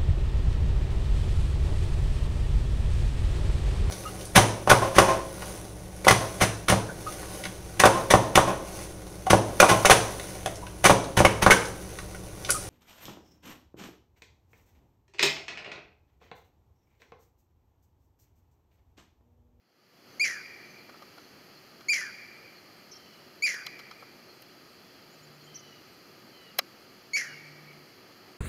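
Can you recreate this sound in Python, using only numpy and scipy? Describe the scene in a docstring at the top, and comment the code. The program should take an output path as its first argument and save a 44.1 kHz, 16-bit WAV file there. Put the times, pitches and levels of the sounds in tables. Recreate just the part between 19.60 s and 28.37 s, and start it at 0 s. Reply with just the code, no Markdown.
"""A green heron on a power pole gives four 'skeow' calls: its syrinx sings a clean rising squeal, then
slackens into a falling rasp that rings on in the trees. Small birds and an insect sound far off over
distant traffic; a low hum swells twice. The hand-held camera clicks in the grip, once loudly, and its
microphone hisses."""
import sys
import numpy as np
from scipy import signal
from scipy.fft import rfft, irfft, next_fast_len
from scipy.io import wavfile

SR = 44100
rng = np.random.default_rng(int(sys.argv[2]) if len(sys.argv) > 2 else 0)


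def dump(signal):
    """Clip the signal to [-1, 1] and save it as 16-bit WAV at the path in sys.argv[1]."""
    limited = np.clip(np.atleast_2d(signal).T, -1, 1)
    pcm = np.round(limited * 32767).astype(np.int16)
    wavfile.write(sys.argv[1], SR, pcm)


N = 386757


def heron():
    """Four calls, each with its own squeal, all breaking at the same pitch."""
    # (onset [s], rise [s], squeal length [s], onset pitch [Hz], crest [Hz], level [dB], rasp fade [dB])
    calls = [(0.596, .018, .050, 2143, 2460, -23.5, -26), (2.284, .015, .051, 2177, 2450, -23.5, -23.5),
             (3.822, 0.0193, .045, 2215, 2490, -24, -27), (7.533, 0.029, 0.034, 2190, 2362, -24, -31)]
    out = np.zeros(N)
    for onset, *shape in calls:
        add(out, onset, skeow(*shape))
    return out


def skeow(rise_s, squeal_s, onset_hz, crest_hz, level_db, fade_db, break_hz=2310, end_hz=1506, fall_s=.19):
    """One call: the syrinx sings cleanly, then flutters chaotically as its tension drops."""
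    # overtones ahead of the throat: (multiple of the pitch, level [dB])
    overtone_levels = [(2, -6), (3, -11), (4, -11), (5, -13), (6, -13)]
    # resonance of the throat and open bill: (frequency [Hz], gain [dB])
    throat = [(300, -38), (550, -7.5), (900, -33), (1300, -29), (2000, 4), (2900, -5), (3500, -6.5),
              (4500, -2.5), (5800, 3), (6900, -2), (8200, -23), (9000, -20), (9800, -8.5), (11200, -17),
              (13000, -18), (15500, -39)]
    # half tones from uneven cycles before the voice settles: (multiple of the pitch, level [dB])
    half_tones = [(1.5, -41), (2.5, -33)]
    # sidebands of the rasp: (offset from the pitch [flutter rates], level [dB])
    side_tones = [(-2, -19), (-1, -8), (1, -37), (2, -29)]
    end = squeal_s + fall_s
    t = np.arange(int(end * SR)) / SR
    size = len(t)
    rise = np.clip(t / rise_s, 0, 1)
    sag = np.clip((t - rise_s) / max(squeal_s - rise_s, .002), 0, 1)
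    fall = np.clip((t - squeal_s) / fall_s, 0, 1)
    # the pitch creeps up, flips to its crest, sags, then slides away
    hz = onset_hz + (crest_hz - onset_hz) * (rise + rise ** 8) / 2 + (break_hz - crest_hz) * sag
    hz += (end_hz - break_hz) * (1 - (1 - fall) ** 1.5)
    # roughness creeps in just before the break; the slackening voice frays more and more
    rough = .5 + .5 * np.tanh((t - squeal_s + .002) / .007)
    jitter = .004 * wander(size, 600) + .056 * rough * wander(size, 1500)
    fray = .029 * rough * np.sqrt(fall) * wander(size, 900)
    phase = cycles(hz * (1 + jitter + fray))
    # pressure builds through the rise and eases halfway down the sag
    tone = np.sin(phase) * undb(-10 * (1 - rise) - 3.1 * np.sin(np.pi * sag) + 2 - 2.7 * rough)
    tone *= 1 + .4 * rough * wander(size, 700)
    # each overtone swells and fades as it slides across the throat's resonances
    overtones = np.zeros(size)
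    for k, db in overtone_levels:
        throat_db = np.interp(k * hz, *np.transpose(throat))
        overtones += undb(db + throat_db + 2 * wander(size, 177)) * np.sin(k * phase)
    overtones *= undb(2.3 - 4.7 * (1.5 - rise) - 7.3 * rough - 7.9 * fall)
    halves = (1 - rise ** 4) * sum(undb(db) * np.sin(k * phase) for k, db in half_tones)
    # a second, unsteady vibration throws sidebands around the pitch
    flutter = cycles(225 * (1 - .6 * fall) * (1 + .15 * wander(size, 200)))
    sides = sum(undb(db) * np.sin(phase + k * flutter + cycles(80 * wander(size, 500)))
                for k, db in side_tones)
    # dense, irregular slaps of the membranes ring the throat
    slaps = rng.standard_normal(size) * undb(2.5 * wander(size, 1500) + 3 * np.sin(2 * flutter))
    rasp = unit(colour(slaps, throat)) * undb(-4 - 14 * fall ** 2.1)
    voice = np.sqrt(2) * (tone + overtones + halves + rough * sides) + rough * rasp
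    gate = np.clip(t / .0019, 0, 1) * np.clip((end - t) / .025, 0, 1)
    return voice * gate * undb(level_db - 3.5 * rough + fade_db * fall ** .96)


def trees(x, wet_db=-16.5, low_t60=1.6, high_t60=.81, near_db=-24, near_t60=.17):
    """Reverb: sparse early echoes from nearby things, then a long, darkening scatter from the trees."""
    t = np.arange(int(1.6 * SR)) / SR
    uneven = undb(1.5 * wander(len(t), 60))
    scatter = rng.standard_normal(len(t)) * uneven * np.clip((t - .03) / .08, 0, 1)
    low = colour(scatter, [(1400, -.5), (2000, 2.5), (2450, -.5), (4800, -1), (7000, -22), (10000, -45)])
    high = colour(scatter, [(2500, -35), (4800, -1), (7000, -2), (14000, 8)])
    low_decay, high_decay = undb(-60 * t / low_t60), undb(-60 * t / high_t60)
    tail = (low * low_decay + high * high_decay) / np.linalg.norm(scatter * low_decay)
    taps = rng.standard_normal(len(t)) * (rng.random(len(t)) < .004)
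    near = taps * (t > .03) * undb(-60 * t / near_t60)
    return signal.fftconvolve(x, undb(wet_db) * tail + undb(near_db) * near / np.linalg.norm(near))[:N]


def camera_clicks(lag_s=.00135, preroll_s=.015):
    """The grip scrapes the case: a jolt's thump and bright tick, then a knock and a snap."""
    # (time [s], snap level [dB], knock against the snap [dB], jolt [dB], contact [s])
    grip_clicks = [(1.294, -53.5, 6.5, -6.5, .003), (1.344, -62, 12, -11, 0.0037),
                   (1.423, -51, 5, -7.5, 0.0033), (1.581, -52, 1.5, -6.5, 0.0053),
                   (2.208, -48, -4, -22, 0.0022), (3.942, -40, -9, -2, .001),
                   (4.066, -29.5, -14, -11, 0.0019), (4.195, -45.5, -6.5, -8, .011),
                   (4.312, -42.5, -1, -16, .0024), (4.428, -60.5, 11.5, -6, 0.0091),
                   (4.822, -48.5, -15, 6.5, .001), (6.989, -17, -14, 0, 0.0031)]
    # resonances of the case, low to high: (frequency [Hz], nominal width [Hz], level [dB])
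    case_modes = [(564, 104, -1), (723, 110, -3.5), (1243, 163, 0), (1800, 300, -4), (2190, 250, 2.5),
                  (3250, 510, 5), (4000, 170, 5), (5150, 230, 0), (6320, 250, -8.5), (10900, 930, -12),
                  (12550, 1700, 7)]
    out = np.zeros(N)
    t = np.arange(int(4 * preroll_s * SR)) / SR - preroll_s
    late = t - lag_s
    for at, db, knock_db, jolt_db, contact_s in grip_clicks:
        thump = scrape(t, contact_s, case_modes[:2], fade_ms=.83) * undb(knock_db + jolt_db + 4)
        knock = scrape(late, contact_s, case_modes[2:3], fade_ms=6) * undb(knock_db)
        snap = scrape(late, contact_s, case_modes[3:9], fade_ms=2.4)
        tick = scrape(t, contact_s, case_modes[9:], fade_ms=1.4) * undb(jolt_db - 6.5)
        add(out, at - preroll_s, (thump + knock + snap + tick) * undb(db))
    return out


def scrape(t, contact_s, modes, fade_ms):
    """Grit pressed for the contact time rings some of the case's resonances."""
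    attack = np.exp(np.minimum(t + contact_s / 2, 0) / .0014)
    release = np.exp(-np.maximum(t - contact_s / 2, 0) / (fade_ms / 1000))
    push = attack * release
    grit = push * rng.standard_normal(len(t))
    ring = sum(undb(db) * unit(resonate(resonate(grit, hz, 2 * width), hz, 2 * width))
               for hz, width, db in modes)
    return unit(ring) * np.std(push)


def small_birds(pivot_db=-58):
    """All the distant birds: their direct sound and their reverb send to the trees."""
    direct, send = np.zeros(N), np.zeros(N)
    for song in (chips, pips, cries, whistles, lisps):
        for start, db, sound in song():
            send_db = pivot_db + 4 + 1.05 * (db - pivot_db)
            add(direct, start, sound * undb(db))
            add(send, start, sound * undb(send_db))
    return direct, send


def note(length_s, first_hz, middle_hz, last_hz, scratch=.013, flicker_db=3.8):
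    """A near-sine bird note gliding through three pitches as its level flickers."""
    progress = np.linspace(0, 1, int(length_s * SR))
    size = len(progress)
    hz = np.polyval(np.polyfit([0, .5, 1], [first_hz, middle_hz, last_hz], 2), progress)
    swell = np.sqrt(np.abs(np.sin(np.pi * progress))) * undb(flicker_db * wander(size, 130))
    return swell * np.sin(cycles(hz * (1 + scratch * wander(size, 1100))))


def chips(length_s=.036, repeat_db=-9, upper_ratio=1.1, upper_db=-9):
    """A scratchy arch sung by both sides of the syrinx, then a weaker repeat."""
    # (time [s], lower voice's mid-note pitch [Hz], level [dB])
    double_chips = [(3.312, 5560, -43), (5.944, 5920, -44)]
    for at, middle_hz, db in double_chips:
        for start, chip_db in ((at, db), (at + length_s, db + repeat_db)):
            lower, upper = (note(length_s, .92 * hz, hz, .85 * hz, scratch=.02)
                            for hz in (middle_hz, upper_ratio * middle_hz))
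            yield start, chip_db, lower + undb(upper_db) * upper


def pips():
    """The same short downward slur, now and then."""
    # (time [s], level [dB])
    pip_cues = [(1.178, -54), (1.632, -60), (1.947, -55), (2.957, -57), (4.679, -55), (5.806, -60)]
    for at, db in pip_cues:
        yield at, db, note(length_s=.049, first_hz=4450, middle_hz=4275, last_hz=4135)


def cries():
    """Thin, wavering far cries that all sag by the same share of their pitch."""
    # (time [s], length [s], starting pitch [Hz], level [dB])
    cry_cues = [(3.30, 0.38, 1080, -63), (5.198, .24, 1180, -66), (5.814, .43, 1075, -60),
                (6.714, .24, 1055, -56.5), (7.635, 0.2, 1010, -57)]
    # harmonics over a missing fundamental: (multiple of the pitch, level [dB])
    cry_harmonics = [(2, -8), (3, 1), (4, -3)]
    for at, length_s, hz, db in cry_cues:
        cry = sum(note(length_s, k * hz, k * hz * .935, k * hz * .88, scratch=.02, flicker_db=3.5)
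                  * undb(harmonic_db) for k, harmonic_db in cry_harmonics)
        yield at, db, cry


def whistles(start_s=.46, step_s=.56, hz=6110, db=-68):
    """Three faint, level whistles at an even pace."""
    for i in range(3):
        yield start_s + i * step_s, db, note(.16, hz, hz, hz)


def lisps(start_s=5.5, step_s=.11, db=-66):
    """A quick run of four high, rising notes."""
    for i in range(4):
        yield start_s + i * step_s, db, note(length_s=.052, first_hz=6550, middle_hz=6950, last_hz=7250)


def insect(start_s=2.7, step_s=.4, hz=8400, db=-77):
    """Short high buzzes of narrow noise at a loose pace."""
    out = np.zeros(N)
    window = np.hanning(int(.09 * SR))
    for at in start_s + step_s * (np.arange(16) + .12 * rng.standard_normal(16)):
        if at * SR < N:
            noise = rng.standard_normal(len(window))
            buzz = resonate(resonate(noise, hz, 400), hz, 400)
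            add(out, at, window * unit(buzz))
    return out * undb(db)


def traffic(rumble_db=-57, drone_hz=366, drone_db=-65):
    """Far traffic: a gently breathing rumble with a wavering drone."""
    # (frequency [Hz], gain [dB])
    rumble_spectrum = [(20, -36), (40, -24), (75, -12.5), (115, -3.5), (200, -1), (330, -0.5), (430, -2.5),
                       (520, -4), (750, -6.5), (1000, -11.5), (2000, -15), (4000, -57)]
    rumble = unit(colour(rng.standard_normal(N), rumble_spectrum))
    rumble *= undb(rumble_db + .14 * wander(N, 1.99) + .67 * wander(N, 13))
    drone = np.sin(cycles(drone_hz + 3 * wander(N, 20)))
    return rumble + drone * undb(drone_db + .67 * wander(N, 3.2))


def hum():
    """A low far-off tone that swells and fades in one arch each time."""
    # (start [s], length [s], pitch [Hz], level [dB])
    hum_swells = [(5.33, .93, 149.3, -61), (7.52, 0.8, 147.6, -56)]
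    out = np.zeros(N)
    for start, length_s, hz, db in hum_swells:
        size = int(length_s * SR)
        swell = np.sin(np.linspace(0, np.pi, size)) * undb(db + wander(size, 14))
        add(out, start, np.sqrt(2) * swell * np.sin(cycles(hz + 1.4 * wander(size, 15))))
    return out


def microphone_hiss(db=-56):
    """The microphone's steady noise floor."""
    # (frequency [Hz], gain [dB])
    hiss_spectrum = [(700, -16.5), (1050, -10), (1240, 3), (1450, -4.5), (2200, -3), (3300, -4.5),
                     (4650, 1), (5500, -10), (6700, -12.5), (8600, -25.5), (10400, -16), (11400, -21),
                     (13000, -10.5), (15500, -25.5)]
    return unit(colour(rng.standard_normal(N), hiss_spectrum)) * undb(db)


def undb(db):
    """Decibels to gain."""
    return 10 ** (np.asarray(db) / 20)


def unit(x):
    """Scale to rms 1."""
    return x / (np.std(x) + 1e-12)


def colour(x, points):
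    """Equalise along a curve of (frequency [Hz], gain [dB]) points."""
    hz, db = np.transpose(points)
    size = 2 * next_fast_len(len(x) // 2 + 1)
    bin_hz = np.maximum(np.arange(size // 2 + 1) * SR / size, 1)
    gain = undb(np.interp(np.log(bin_hz), np.log(hz), db))
    return irfft(rfft(x, size) * gain, size)[:len(x)]


def resonate(x, hz, width_hz):
    """Two-pole resonance, gain 1 at the centre."""
    return signal.lfilter(*signal.iirpeak(min(hz, .45 * SR), hz / width_hz, fs=SR), x)


def wander(size, rate):
    """Random drift of spread 1 that turns rate times a second."""
    hold = max(int(SR / rate), 1)
    steps = rng.standard_normal(size // hold + 2)
    return np.sqrt(3 / 2) * np.interp(np.arange(size) / hold, np.arange(len(steps)), steps)


def cycles(hz):
    """Phase in radians of a moving frequency."""
    return 2 * np.pi * np.cumsum(hz) / SR


def add(track, start_s, sound):
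    """Mix a sound into the track at a time."""
    i = max(int(start_s * SR), 0)
    track[i:i + len(sound)] += sound[:N - i]


def scene():
    """The birds share the open-air echo; the clicks are dry, right at the microphone."""
    calls = heron()
    chirps, chirp_send = small_birds()
    birds = calls + chirps + trees(calls + chirp_send)
    return (birds + insect() + camera_clicks() + traffic() + hum() + microphone_hiss())[None]


def record(dry):
    """The microphone's notches, a short fade-in and a steep top cut."""
    # dips in the microphone's response: (frequency [Hz], width [Hz])
    mic_notches = [(3720, 626), (7860, 136), (11780, 410)]
    fade_from_db, fade_s, top_hz = -21, .52, 15650
    for hz, width_hz in mic_notches:
        dry = dry - resonate(dry, hz, width_hz)
    t = np.arange(N) / SR
    dry = dry * undb(fade_from_db * np.clip(1 - t / fade_s, 0, 1))
    return signal.sosfilt(signal.ellip(10, .2, 70, top_hz, fs=SR, output="sos"), dry)


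dry = scene()
out = record(dry)
dump(out)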